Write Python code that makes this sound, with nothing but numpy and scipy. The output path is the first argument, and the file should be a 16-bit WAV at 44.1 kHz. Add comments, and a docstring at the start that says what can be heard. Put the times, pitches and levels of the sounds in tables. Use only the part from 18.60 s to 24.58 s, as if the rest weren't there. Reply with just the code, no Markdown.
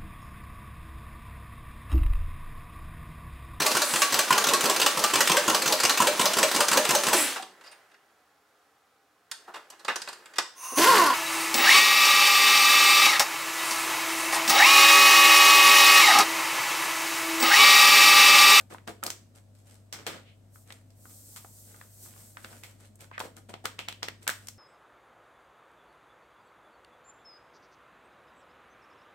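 """Stiff paper crackles: a sachet is emptied into a glass bowl on a kitchen table, a second picked up, poured, shaken out.
Creases crack as short impulses through damped panel resonances, panels pop dully, the empty sachet lands on the table.
Fingers and walls rub in runs of tiny random slips; fine powder slides out as high filtered noise.
A small hard room answers each snap with decaying noise; a mains appliance hums throughout as sines over soft air noise."""
import sys
import numpy as np
from scipy import signal
from scipy.fft import rfft, irfft, next_fast_len
from scipy.io import wavfile
from scipy.ndimage import uniform_filter1d

SR = 44100
rng = np.random.default_rng(int(sys.argv[2]) if len(sys.argv) > 2 else 0)


def store_wav(level_fs):
    """Save 16-bit WAV to argv[1]."""
    pcm = np.round(np.clip(np.atleast_2d(level_fs), -1, 1) * 32767)
    wavfile.write(sys.argv[1], SR, pcm.T.astype(np.int16))


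N = 263762
TIME = np.arange(N) / SR

# Edges of a snap's body, mid, bite and top bands: (frequency [Hz])
SNAP_BANDS_HZ = np.array([200, 800, 2200, 5500, 16000])
SNAP_CENTRES_HZ = np.sqrt(SNAP_BANDS_HZ[1:] * SNAP_BANDS_HZ[:-1])
# The empty sachet lands beside the bowl, one edge and then flat:
# (time [s], level before band offsets [dB], sharpness [steps], panel resonance [Hz])
LANDINGS = [(1.3262, -37, 1.0, 5660), (1.466, -31, -0.089, 450)]


def undb(db):
    """Amplitude ratio: 20 dB is a factor of ten."""
    return 10 ** (np.asarray(db) / 20)


def along(points, size):
    """Interpolation on a logarithmic frequency axis: a (Hz, value) table read at the bins of a transform."""
    hz, value = np.transpose(points)
    bins_hz = np.fft.rfftfreq(size, 1 / SR)
    return np.interp(np.log(bins_hz + 1), np.log(hz), value)


def colour(x, points):
    """Linear filtering: the spectrum is multiplied by the gains of a (Hz, dB) table."""
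    length = x.shape[-1]
    size = next_fast_len(length, True)
    return irfft(rfft(x, size) * undb(along(points, size)), size)[..., :length]


def unit(x):
    """Power normalisation: scale to rms 1."""
    return x / np.sqrt(np.mean(x ** 2))


def pair(three, apart=1):
    """Partial coherence: one shared and two separate signals mix by power into left and right."""
    # Likeness of left and right when apart is 1: (frequency [Hz], correlation [0-1])
    likeness = [(80, 0.96), (200, 0.79), (1000, 0.32), (2200, 0.19), (4500, 0), (14000, 1)]
    length = three.shape[-1]
    size = next_fast_len(length, True)
    unlike = np.clip(apart * (1 - along(likeness, size)), 0, 1)
    spectra = rfft(three, size)
    both = np.sqrt(1 - unlike) * spectra[0] + np.sqrt(unlike) * spectra[1:]
    return irfft(both, size)[:, :length]


def walk(rate):
    """Band-limited chance: normal random knots, rate per second, joined by straight lines."""
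    knots = rng.standard_normal(4096)
    return np.interp(TIME * rate, np.arange(len(knots)), knots)


def add(out, s, x):
    """Superposition: mix a sound in at a time in seconds."""
    i = max(int(s * SR), 0)
    out[:, i:i + x.shape[1]] += x[:, :max(N - i, 0)]


def causal(gain):
    """Minimum phase by the folded cepstrum: the response rings after the blow, not before."""
    cepstrum = irfft(np.log(gain))
    half = len(cepstrum) // 2
    cepstrum[1:half] *= 2
    cepstrum[half + 1:] = 0
    return np.exp(rfft(cepstrum))


def appliance(pan_db=2.5, waver_db=-0.05):
    """Mains harmonics: nearly steady sines at multiples of about 50 Hz, over soft air noise."""
    # Hum partials: (frequency [Hz], mean rms level before panning [dB])
    partials = [(50, -72.5), (100.05, -56.5), (200, -87)]
    # Air noise: (frequency [Hz], level [dB per Hz])
    air_colour = [(26, -122), (38, -103), (48, -114), (64, -92), (125, -85.5), (165, -91), (220, -82.5),
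                  (290, -91), (400, -98.5), (650, -93.5), (830, -104), (2200, -113), (6000, -115),
                  (16000, -117)]
    hum = 0
    for hz, db in partials:
        amplitude = np.sqrt(2) * undb(db + waver_db * walk(6.8))
        hum = hum + amplitude * np.sin(2 * np.pi * (hz * TIME + rng.random()))
    # white noise of rms 1 spreads its power over SR / 2
    air = colour(pair(rng.standard_normal((3, N))), air_colour) * np.sqrt(SR / 2)
    return hum * undb(np.array([[pan_db], [-pan_db]]) / 2) + air


def kitchen(x, gap_s=0.0065, early_db=4, early_s=0.022):
    """Reverberation: worktop and near walls answer first, then a diffuse tail that lasts longest in the bass."""
    # Decay of the late tail: (frequency [Hz], time to fall by 60 dB [s])
    decays = [(200, 0.66), (800, 0.31), (1800, 0.34), (3000, 0.35), (4800, 0.34), (8000, 0.33),
              (15000, 0.29)]
    t = TIME[:SR // 2]
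    noise = rfft(pair(rng.standard_normal((3, len(t)))))
    response = 0
    for k, (_, t60) in enumerate(decays):
        # overlapping bands that sum to one
        share = along([(hz, j == k) for j, (hz, _) in enumerate(decays)], len(t))
        response = response + irfft(noise * share, len(t)) * np.exp(-np.log(1000) * t / t60)
    early = 1 + undb(early_db) * np.exp(-t / early_s)
    response = response * (t > gap_s) * early
    return signal.fftconvolve(x, unit(response) / np.sqrt(len(t)), axes=1)[:, :N]


def grains(points, scatter_db, catch_db, catch_rate):
    """Granular noise: dense tiny contacts of uneven size that come in flurries."""
    size_db = scatter_db * rng.standard_normal(N) + catch_db * walk(catch_rate)
    contacts = rng.standard_normal((3, N)) * undb(size_db)
    return unit(colour(pair(contacts), points))


def powder():
    """Granular flow: countless fine grains slide over the paper lip in a smooth, very high hiss."""
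    # Sliding down the sachet, then streaming out: (time [s], flow level before a 1 dB lift [dB])
    pour = [(1.89, -81), (1.95, -54.5), (2.02, -58.5), (2.1, -80), (2.32, -77), (2.41, -56.5), (2.5, -52),
            (2.68, -48.5), (2.84, -54), (3.08, -50), (3.29, -58.5), (3.44, -45), (3.53, -55.5),
            (3.62, -49.5), (3.8, -59), (4.05, -57.5), (4.254, -94)]
    # Relative colour of the hiss: (frequency [Hz], level [dB per Hz])
    hiss_colour = [(300, -4), (1200, -18), (2800, -20.5), (4200, -10.5), (6500, -4.5), (9000, -2),
                   (12500, 0), (16000, 0.5)]
    s, db = np.transpose(pour)
    flow = undb(np.interp(TIME, s, db, left=-120, right=-120))
    return undb(1.0) * flow * grains(hiss_colour, scatter_db=-1.0, catch_db=1.7, catch_rate=27)


def drags(width=0.3):
    """Stick-slip: a dry fingertip on a taut panel slips in quick steps and keeps one resonance humming."""
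    # Fingertip drags: (time [s], length [s], panel resonance [Hz], rms level before its swell and fade [dB])
    fingertips = [(1.623, .13, 2670, -61), (4.511, 0.074, 1920, -49.5)]
    out = np.zeros((2, N))
    for s, length, hz, db in fingertips:
        slips = pair(rng.standard_normal((3, int(length * SR))))
        edges_hz = hz * np.exp([-width, width])
        resonance = signal.butter(2, edges_hz, "bandpass", fs=SR, output="sos")
        ring = signal.sosfilt(resonance, slips)
        add(out, s, undb(db) * unit(ring) * np.hanning(ring.shape[1]))
    return out


def strokes():
    """Pressure-dependent friction: a light touch only hisses, a firm one sounds the whole pouch.

    Yields every rub and skid as (s, length, levels of body, mid and top)."""
    # Paper on paper and fingers: (time [s], length until the fade [s], pressure level [dB])
    rubs = [ (0.0, 0.012, -53.5), (0.097, 0.038, -51), (0.271, 0.027, -44), (0.423, 0.044, -46.5),
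            (0.74, 0.041, -64.5), (0.934, 0.077, -83), (1.043, 0.1, -68), (2.053, 0.097, -64.5),
            (3.036, 0.19, -67.5), (3.4, 0.21, -66), (3.745, 0.16, -63.5), (3.898, 0.061, -61.5),
            (4.01, 0.1, -66), (4.182, 0.072, -65.5), (4.386, 0.055, -59.5), (4.611, 0.047, -51.5),
            (4.76, 0.022, -56), (4.887, 0.018, -52), (5.039, 0.015, -47.5), (5.609, 0.037, -62.5),
            (5.8, 0.095, -69.5)]
    reference_db = -60
    layers_db = np.array((-59, -61, -59))  # body, mid, top at the reference pressure
    growth = np.array((1.23, 0.91, 0.43))  # dB per dB of pressure
    for s, length, db in rubs:
        yield s, length, layers_db + growth * (db - reference_db)
    # the paper brushes the table just before it lands, and skids on
    skid_lead_s, skid_s = 0.01, 0.091
    skid_db = np.array((-17, -15.5, -39))  # body, mid, top relative to the landing
    for s, db, _, _ in LANDINGS:
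        yield s - skid_lead_s, skid_s, db + skid_db


def rubbing(rise_share=0.3, fall_share=0.37):
    """Friction noise: runs of tiny slips sound pouch, panels and surface; longer strokes swell and fade slower."""
    # Relative colours of the pouch, its panels and its surface: (frequency [Hz], level [dB per Hz])
    body_colour = [(90, -10), (180, 4.5), (500, 5), (750, 2.5), (1300, -9), (4000, -20.5)]
    mid_colour = [(350, -21.5), (800, -10), (1400, 1.5), (2300, -4), (3500, -7.5), (6000, -14.5),
                  (14000, -26)]
    top_colour = [(1500, -8), (4000, -3.5), (6500, -2.5), (10000, -0.5), (16000, -8.5)]
    layers = np.array([grains(body_colour, scatter_db=4.5, catch_db=1.5, catch_rate=150),
                       grains(mid_colour, scatter_db=9.0, catch_db=-2.0, catch_rate=550),
                       grains(top_colour, scatter_db=8.5, catch_db=4.5, catch_rate=430)])
    pressure = np.zeros((3, N))
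    for s, length, db in strokes():
        progress = (TIME - s) / length
        rise = np.clip(progress / rise_share, 0, 1)
        fall = np.exp(-np.clip(progress - 1, 0, 20) / fall_share)
        pressure += undb(db)[:, None] * rise * fall
    return np.sum(layers * pressure[:, None], axis=0)


def panel(band_db, panel_hz, panel_db=8, panel_width=0.2, size=2048):
    """Damped resonance: spectrum of a paper panel when a crease in it gives way."""
    hz = np.fft.rfftfreq(size, 1 / SR)
    density_db = band_db - 10 * np.log10(np.diff(SNAP_BANDS_HZ))
    resonance_db = panel_db / (1 + (np.log((hz + 1) / panel_hz) / panel_width) ** 2)
    gain = undb(along(np.c_[SNAP_CENTRES_HZ, density_db], size) + resonance_db)
    # a small sheet radiates little bass
    radiation = (hz + 10) ** 2 / (hz ** 2 + 150 ** 2)
    return causal(gain * radiation)


def buckle(run_s=0.00078, uneven_db=5, size=2048):
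    """Broadband excitation: uneven slips run along a crease in a millisecond or two, feeding all frequencies alike."""
    t = np.arange(size) / SR
    force = np.sqrt(t) * np.exp(-t / (2 * run_s)) * undb(uneven_db * rng.standard_normal(size))
    slips = rfft(pair(rng.standard_normal((3, size)) * force, apart=0.86))
    smooth_power = uniform_filter1d(np.mean(abs(slips) ** 2, axis=0), size=45)
    return slips / np.sqrt(smooth_power)


def snap(spectrum, band_db, span_s=0.0035, size=1024):
    """Energy scaling: one snap as a wave with the energy of its summed band powers held for a few milliseconds."""
    wave = irfft(spectrum)[:, :size]
    energy = np.sum(undb(band_db) ** 2) * span_s * SR
    return wave * np.sqrt(energy / np.sum(wave ** 2, axis=1, keepdims=True))


def crack_bands(db, sharpness):
    """Spectral tilt: a crack is broadband; a sharper crease trades body for top."""
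    # Body, mid, bite and top: (offset [dB])
    offsets_db = (-8, -2, 1.12, -3.5)
    # What one step of sharpness adds to each: (change [dB])
    step_db = (-2, 0, 0.25, 3.5)
    return db + np.array(offsets_db) + sharpness * np.array(step_db)


def pop_bands(db, panel_hz, below_db_per_oct=-9, above_db_per_oct=-11):
    """Resonant radiation: a dull pop falls away on both sides of the panel's resonance."""
    octaves = np.log2(SNAP_CENTRES_HZ / panel_hz)
    fall_db = abs(octaves) * np.where(octaves < 0, below_db_per_oct, above_db_per_oct)
    return db + fall_db - fall_db.max()


def snaps():
    """Sudden buckling: every crack, pop and landing as (s, band levels, panel resonance, room share)."""
    # Creases cracking: (time [s], level before band offsets [dB], sharpness [steps],
    # panel resonance [Hz], room share [dB])
    cracks = [ (0.2754, -40, -0.6, 480, -3.5), (0.4366, -37, 4.5, 1280, -8.5),
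              (0.4645, -34.5, 3.5, 4800, -6), (0.5023, -32.5, 1.55, 6240, -5.5),
              (2.104, -44.5, -2.5, 2030, -4.5), (2.1233, -47.5, 2, 3720, -20),
              (2.304, -66.5, 2.5, 5030, -3), (2.4966, -65, 2.5, 1190, 6), (2.7614, -47, 3.5, 1120, 3),
              (3.845, -40, -2.3, 1550, -6), (4.0354, -44.5, 1.5, 2140, -0.5), (4.356, -79, 9, 7440, -9),
              (4.4072, -55, 4, 2460, -2), (4.5937, -50.5, 4.5, 3540, 1.5), (4.602, -32.5, -1.5, 760, -8.5),
              (4.9391, -38.5, -3.5, 720, -6.5), (5.0547, -27, 0.1, 1350, -7), (5.19, -33, -1.3, 2750, -2.5),
              (5.2848, -31.5, -0.54, 2900, -5), (5.325, -43.5, 0, 3800, -10),
              (5.4295, -29.5, -1.7, 5400, -4.5), (5.4841, -32, -1.4, 1880, -10.5),
              (5.6773, -25.5, 2.5, 1480, -5.5), (5.6993, -31.5, 1, 1660, -4), (5.8708, -53, 4.5, 5640, -9),
              (5.885, -41.5, 3, 5900, -8.5)]
    # Panels popping in or out: (time [s], level of the strongest band [dB], panel resonance [Hz])
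    pops = [ (0.122, -45.5, 1250), (0.146, -38, 1020), (0.183, -48.5, 1950), (0.2827, -36.5, 1350),
            (0.429, -30, 1350), (0.477, -36.5, 1250), (1.9574, -50.5, 1340), (2.4543, -47.5, 1270),
            (2.8464, -45.5, 840), (3.144, -49.5, 1310), (3.2124, -43, 1550), (3.46, -52.5, 1150),
            (3.562, -54.5, 1070), (3.7701, -38, 1680), (3.928, -50.5, 1510), (4.5134, -42, 1030),
            (4.5793, -30, 1570), (4.61, -31.5, 1000), (4.6349, -43, 634), (5.6676, -35, 1730),
            (5.6924, -23.5, 1550)]
    pop_room_db, landing_room_db = -8.5, 1
    # a panel gives way just before its crease cracks
    give_lead_s, give_db, give_hz = 0.0044, -14, 1750
    for s, db, sharpness, hz, room_db in cracks:
        yield s - give_lead_s, pop_bands(db + give_db, give_hz), give_hz, pop_room_db
        yield s, crack_bands(db, sharpness), hz, room_db
    for s, db, hz in pops:
        yield s, pop_bands(db, hz), hz, pop_room_db
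    for s, db, sharpness, hz in LANDINGS:
        yield s, crack_bands(db, sharpness), hz, landing_room_db


def creases():
    """Directivity: the microphone hears the slips of one panel, the room the smooth blend of all directions."""
    direct, thrown = np.zeros((2, N)), np.zeros((1, N))
    for s, band_db, panel_hz, room_db in snaps():
        resonance = panel(band_db, panel_hz)
        add(direct, s, snap(buckle() * resonance, band_db))
        add(thrown, s, undb(room_db) * snap(resonance[None], band_db))
    return direct, thrown


def from_left(x, lag_s=0.000014):
    """Path difference: the sachet lies a little nearer to the left port, so the right one hears it later."""
    size = next_fast_len(N, True)
    delay = np.exp(-2j * np.pi * np.fft.rfftfreq(size, 1 / SR) * lag_s)
    right = irfft(rfft(x[1], size) * delay, size)[:N]
    return np.array([x[0], right])


def scene():
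    """Superposition of direct and reverberant sound: paper and powder close by, the room and hum around them."""
    direct, thrown = creases()
    rustle = rubbing() + drags() + powder()
    to_room = thrown + undb(-5.5) * rustle[:1]
    return from_left(direct + rustle) + kitchen(to_room) + appliance()


def record(dry):
    """Port resonance: the microphone port lifts part of the treble; a steep low-pass cuts the top."""
    # Microphone response: (frequency [Hz], gain [dB])
    port_response = [(5000, -0.5), (6800, -0.5), (8400, 3.5), (9900, -5.5), (12000, -2.5), (15500, -8.5)]
    top_hz = 15950
    low_pass = signal.ellip(8, 0.2, 70, top_hz, fs=SR, output="sos")
    return signal.sosfilt(low_pass, colour(dry, port_response))


dry = scene()
out = record(dry)
store_wav(out)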